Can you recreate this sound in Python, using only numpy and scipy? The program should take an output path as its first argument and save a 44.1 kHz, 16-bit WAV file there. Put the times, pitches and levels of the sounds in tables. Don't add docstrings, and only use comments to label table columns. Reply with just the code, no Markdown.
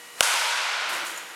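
import sys
import numpy as np
from scipy import signal
from scipy.fft import rfft, irfft
from scipy.io import wavfile
from scipy.ndimage import uniform_filter1d

SR = 44100
rng = np.random.default_rng(int(sys.argv[2]) if len(sys.argv) > 2 else 0)


def output_pcm(signal):
    pcm = np.clip(np.atleast_2d(signal).T, -1, 1) * 32767
    wavfile.write(sys.argv[1], SR, np.round(pcm).astype(np.int16))


N = 59535
HIT_S = .20735


def undb(db):
    return 10 ** (np.asarray(db) / 20)


def clock():
    return np.arange(N) / SR


def bins():
    return np.maximum(np.arange(N // 2 + 1) * SR / N, 1)


def along(table, hz):
    table_hz, values = np.array(table).T
    return np.interp(np.log(hz), np.log(table_hz), values)


def noise(gain):
    phases = np.exp(2j * np.pi * rng.random(N // 2 + 1))
    x = irfft(gain * phases, N)
    return x / x.std()


def tinted(table):
    return noise(undb(along(table, bins())))


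def resonant(hz, width_hz):
    f = bins()
    detuning = (f / hz - hz / f) * hz / width_hz
    return noise(1 / (1 + detuning ** 2))


def decay(age, t60_s):
    return np.exp(-np.log(1000) * age / t60_s)


def burst(start_s, rise_s, t60_s):
    age = clock() - start_s
    return np.clip(age / rise_s, 0, 1) * decay(np.maximum(age - rise_s, 0), t60_s)


# pitch_hz [Hz], level_db [dB rms]
MOTOR_LINES = [(480, -60), (1200, -64), (1860, -61), (1920, -54.5), (2040, -61), (2879, -60.5), (2939, -57),
               (4018, -64)]
# pitch_hz [Hz], level_db [relative dB per Hz]
AIR_COLOUR = [(30, -48), (70, -28), (140, -9), (280, -6), (500, -2), (1000, 0), (2300, 0), (3000, -3.5),
              (5000, -6), (9500, -6), (12500, -11), (16000, -24)]
AIR_DB = -45.5


def background():
    hum = 0
    for pitch_hz, level_db in MOTOR_LINES:
        cycles = pitch_hz * clock() + rng.random()
        hum = hum + undb(level_db) * np.sqrt(2) * np.sin(2 * np.pi * cycles)
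    return hum + undb(AIR_DB) * tinted(AIR_COLOUR)


# pitch_hz [Hz], width_hz [Hz], level_db [dB]
THUD_RESONANCES = [(211, 120, -58), (336, 57, -47), (550, 180, -49)]
THUD_S, THUD_RISE_S, THUD_T60_S = .885, 0.027, 1.6


def thud():
    ring = sum(undb(level_db) * resonant(pitch_hz, width_hz)
               for pitch_hz, width_hz, level_db in THUD_RESONANCES)
    return ring * burst(THUD_S, THUD_RISE_S, THUD_T60_S)


# start_s [s], level_db [dB], t60_s [s]
JINGLE_EVENTS = [(1.06, -52, 1), (1.158, -42, 0.034), (1.173, -39, 0.056), (1.185, -55, 1)]
# pitch_hz [Hz], width_hz [Hz], level_db [relative dB]
JINGLE_CLUSTERS = [(6870, 450, 1), (9450, 350, -9), (12300, 450, -10)]


def jingle():
    ring = sum(undb(level_db) * resonant(pitch_hz, width_hz)
               for pitch_hz, width_hz, level_db in JINGLE_CLUSTERS)
    swells = sum(undb(level_db) * burst(start_s, .004, t60_s)
                 for start_s, level_db, t60_s in JINGLE_EVENTS)
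    return ring * swells


# [dB per octave, added to the colour]
SCUFF_EVENTS = [(.886, -34, 0.011, 0.028, 6), (0.924, -35, 0.0088, 0.057, 1), (1.042, -40, .012, 0.053, 4),
                (1.062, -36.5, 0.0073, 0.027, -4), (1.09, -42, 0.02, .07, -1),
                (1.165, -42.5, 0.0092, .05, -5)]
# pitch_hz [Hz], level_db [relative dB per Hz]
SCUFF_COLOUR = [(1000, -14), (4000, -7), (7000, 4.5), (9500, 2), (12300, -0.5), (13300, -8), (16000, -17)]
SCUFF_GRAIN_DB = 2


def scuffs():
    out = 0
    lowest_hz, pivot_hz = SCUFF_COLOUR[0][0], SCUFF_COLOUR[2][0]
    for start_s, level_db, rise_s, decay_s, tilt_db in SCUFF_EVENTS:
        colour_db = along(SCUFF_COLOUR, bins()) + tilt_db * np.log2(bins() / pivot_hz)
        bass_cut = np.minimum(bins() / lowest_hz, 1) ** 2
        rub = noise(undb(colour_db) * bass_cut)
        grain = uniform_filter1d(rng.standard_normal(N), size=60)
        rub = rub * undb(SCUFF_GRAIN_DB * grain / grain.std())
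        envelope = burst(start_s, rise_s, decay_s * np.log(1000))
        out = out + undb(level_db) * rub / rub.std() * envelope
    return out


# pitch_hz [Hz], level_db [relative dB per Hz]
HALL_COLOUR = [(60, -80), (110, -55), (200, -39), (315, -29), (400, -21), (560, -9.5), (720, -8), (930, -6),
               (1170, -5.5), (1450, -1), (1760, -5.5), (2270, -3.5), (3300, -6), (5190, -8.5),
               (9820, -10.5), (11600, -14.5), (16000, -37)]
# pitch_hz [Hz], t60_s [s]
HALL_DECAY = [(150, 2.07), (500, 1.46), (1500, 1.52), (3300, 1.387), (5800, 1.176), (8200, 0.88),
              (11000, 0.8), (15000, 0.84)]
# pitch_hz [Hz], width_hz [Hz], level_db [dB]
LINGERING_NOTES = [(973, 190, -9), (1464, 130, -11)]
HALL_DB, HALL_DELAY_S, HALL_RISE_S = 3.5, 0.02, 0.0028
NOTE_T60_S = 1.34


def hall():
    start_s = HIT_S + HALL_DELAY_S
    wash_spectrum = rfft(tinted(HALL_COLOUR))
    centres_hz = np.geomspace(100, 16000, 20)
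    wash = 0
    for centre_hz, peak in zip(centres_hz, np.eye(len(centres_hz))):
        share = np.interp(np.log(bins()), np.log(centres_hz), peak)
        band = irfft(wash_spectrum * share, N)
        wash = wash + band * burst(start_s, HALL_RISE_S, along(HALL_DECAY, centre_hz))
    notes = sum(undb(level_db) * resonant(pitch_hz, width_hz)
                for pitch_hz, width_hz, level_db in LINGERING_NOTES)
    return undb(HALL_DB) * wash + notes * burst(start_s, HALL_RISE_S, NOTE_T60_S)


# pitch_hz [Hz], level_db [relative dB per Hz]
SWISH_COLOUR = [(100, -20), (450, -2), (1500, 0), (4000, -5), (10000, -5), (16000, -21)]
SWISH_DB, SWISH_RISE_S = -37, 0.034


def swish():
    swell = np.exp(-abs(clock() - HIT_S) / SWISH_RISE_S)
    return undb(SWISH_DB) * tinted(SWISH_COLOUR) * swell


THUMP_HZ, THUMP_DB, THUMP_T60_S = 100, 5.5, 0.0077


def thump():
    age = np.maximum(clock() - HIT_S, 0)
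    return undb(THUMP_DB) * np.sin(2 * np.pi * THUMP_HZ * age) * decay(age, THUMP_T60_S)


# pitch_hz [Hz], level_db [relative dB], t60_s [s]
BAT_MODES = [(580, -14.5, 0.011), (975, -20.5, 0.007), (1444, -11.5, 0.011), (2355, -7.5, 0.0052),
             (3010, 0, 0.0034), (4550, -3.5, .0018), (5600, -7, .0037), (8180, -1.5, 0.0014),
             (11160, -5.5, .0013)]
HIT_DB, CONTACT_S = 30.5, .00007


def crack(start_s):
    age = np.maximum(clock() - start_s, 0)
    ring = 0
    for k, (pitch_hz, level_db, t60_s) in enumerate(BAT_MODES):
        mode = undb(level_db) * np.sin(2 * np.pi * pitch_hz * age) * decay(age, t60_s)
        ring = ring + (-1) ** k * mode
    onset = 1 - np.exp(-age / CONTACT_S)
    return undb(HIT_DB) * ring * onset


# delay_s [s], level_db [dB relative to the crack]
CRACK_ECHOES = [(.001378, -10), (0.0158, -29), (0.019, -14), (.0229, -19), (0.026, -23), (.029, -20),
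                (.066, -22.5), (.133, -19)]
# pitch_hz [Hz], level_db [relative dB per Hz]
CAGE_COLOUR = [(150, -28), (500, -10), (1000, 3), (1500, -3), (2500, -12), (5000, -17), (10000, -14),
               (16000, -32)]
CAGE_DB, CAGE_T60_S = 7, 0.059
# pitch_hz [Hz], level_db [relative dB per Hz]
WALL_COLOUR = [(300, -25), (1200, -2), (3000, -18), (6300, 4.5), (8000, -6), (10500, 0.5), (13000, -10),
               (16000, -26)]
WALLS_DB, WALLS_DELAY_S, WALLS_RISE_S, WALLS_T60_S = 1.5, 0.013, 0.013, 0.052
LOW_CUT_HZ = 354


def hit():
    echoes = sum(undb(level_db) * crack(HIT_S + delay_s) for delay_s, level_db in CRACK_ECHOES)
    cage = undb(CAGE_DB) * tinted(CAGE_COLOUR) * burst(HIT_S, 0.0018, CAGE_T60_S)
    wall_envelope = burst(HIT_S + WALLS_DELAY_S, WALLS_RISE_S, WALLS_T60_S)
    walls = undb(WALLS_DB) * tinted(WALL_COLOUR) * wall_envelope
    low_cut = signal.butter(4, LOW_CUT_HZ, "high", fs=SR, output="sos")
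    return signal.sosfilt(low_cut, crack(HIT_S) + echoes + cage + walls + 1e-18)


def scene():
    distant = background() + thud() + hall()
    close = jingle() + scuffs() + swish() + thump() + hit()
    mono = distant + close
    return np.array([mono, mono])


OVERLOAD_DB, CEILING_DB = 26.5, 0
RELEASE_DB_PER_S, TOP_HZ = 34.5, 16200


def record(dry):
    clipped = np.clip(dry, -undb(OVERLOAD_DB), undb(OVERLOAD_DB))
    peak_db = 20 * np.log10(abs(clipped).max(axis=0) + 1e-9)
    over_db = np.maximum(peak_db - CEILING_DB, 0)
    recovered_db = RELEASE_DB_PER_S * clock()
    duck_db = np.maximum.accumulate(over_db + recovered_db) - recovered_db
    top_cut = signal.ellip(8, .2, 70, TOP_HZ, fs=SR, output="sos")
    return signal.sosfilt(top_cut, clipped * undb(-duck_db))


dry = scene()
out = record(dry)
output_pcm(out)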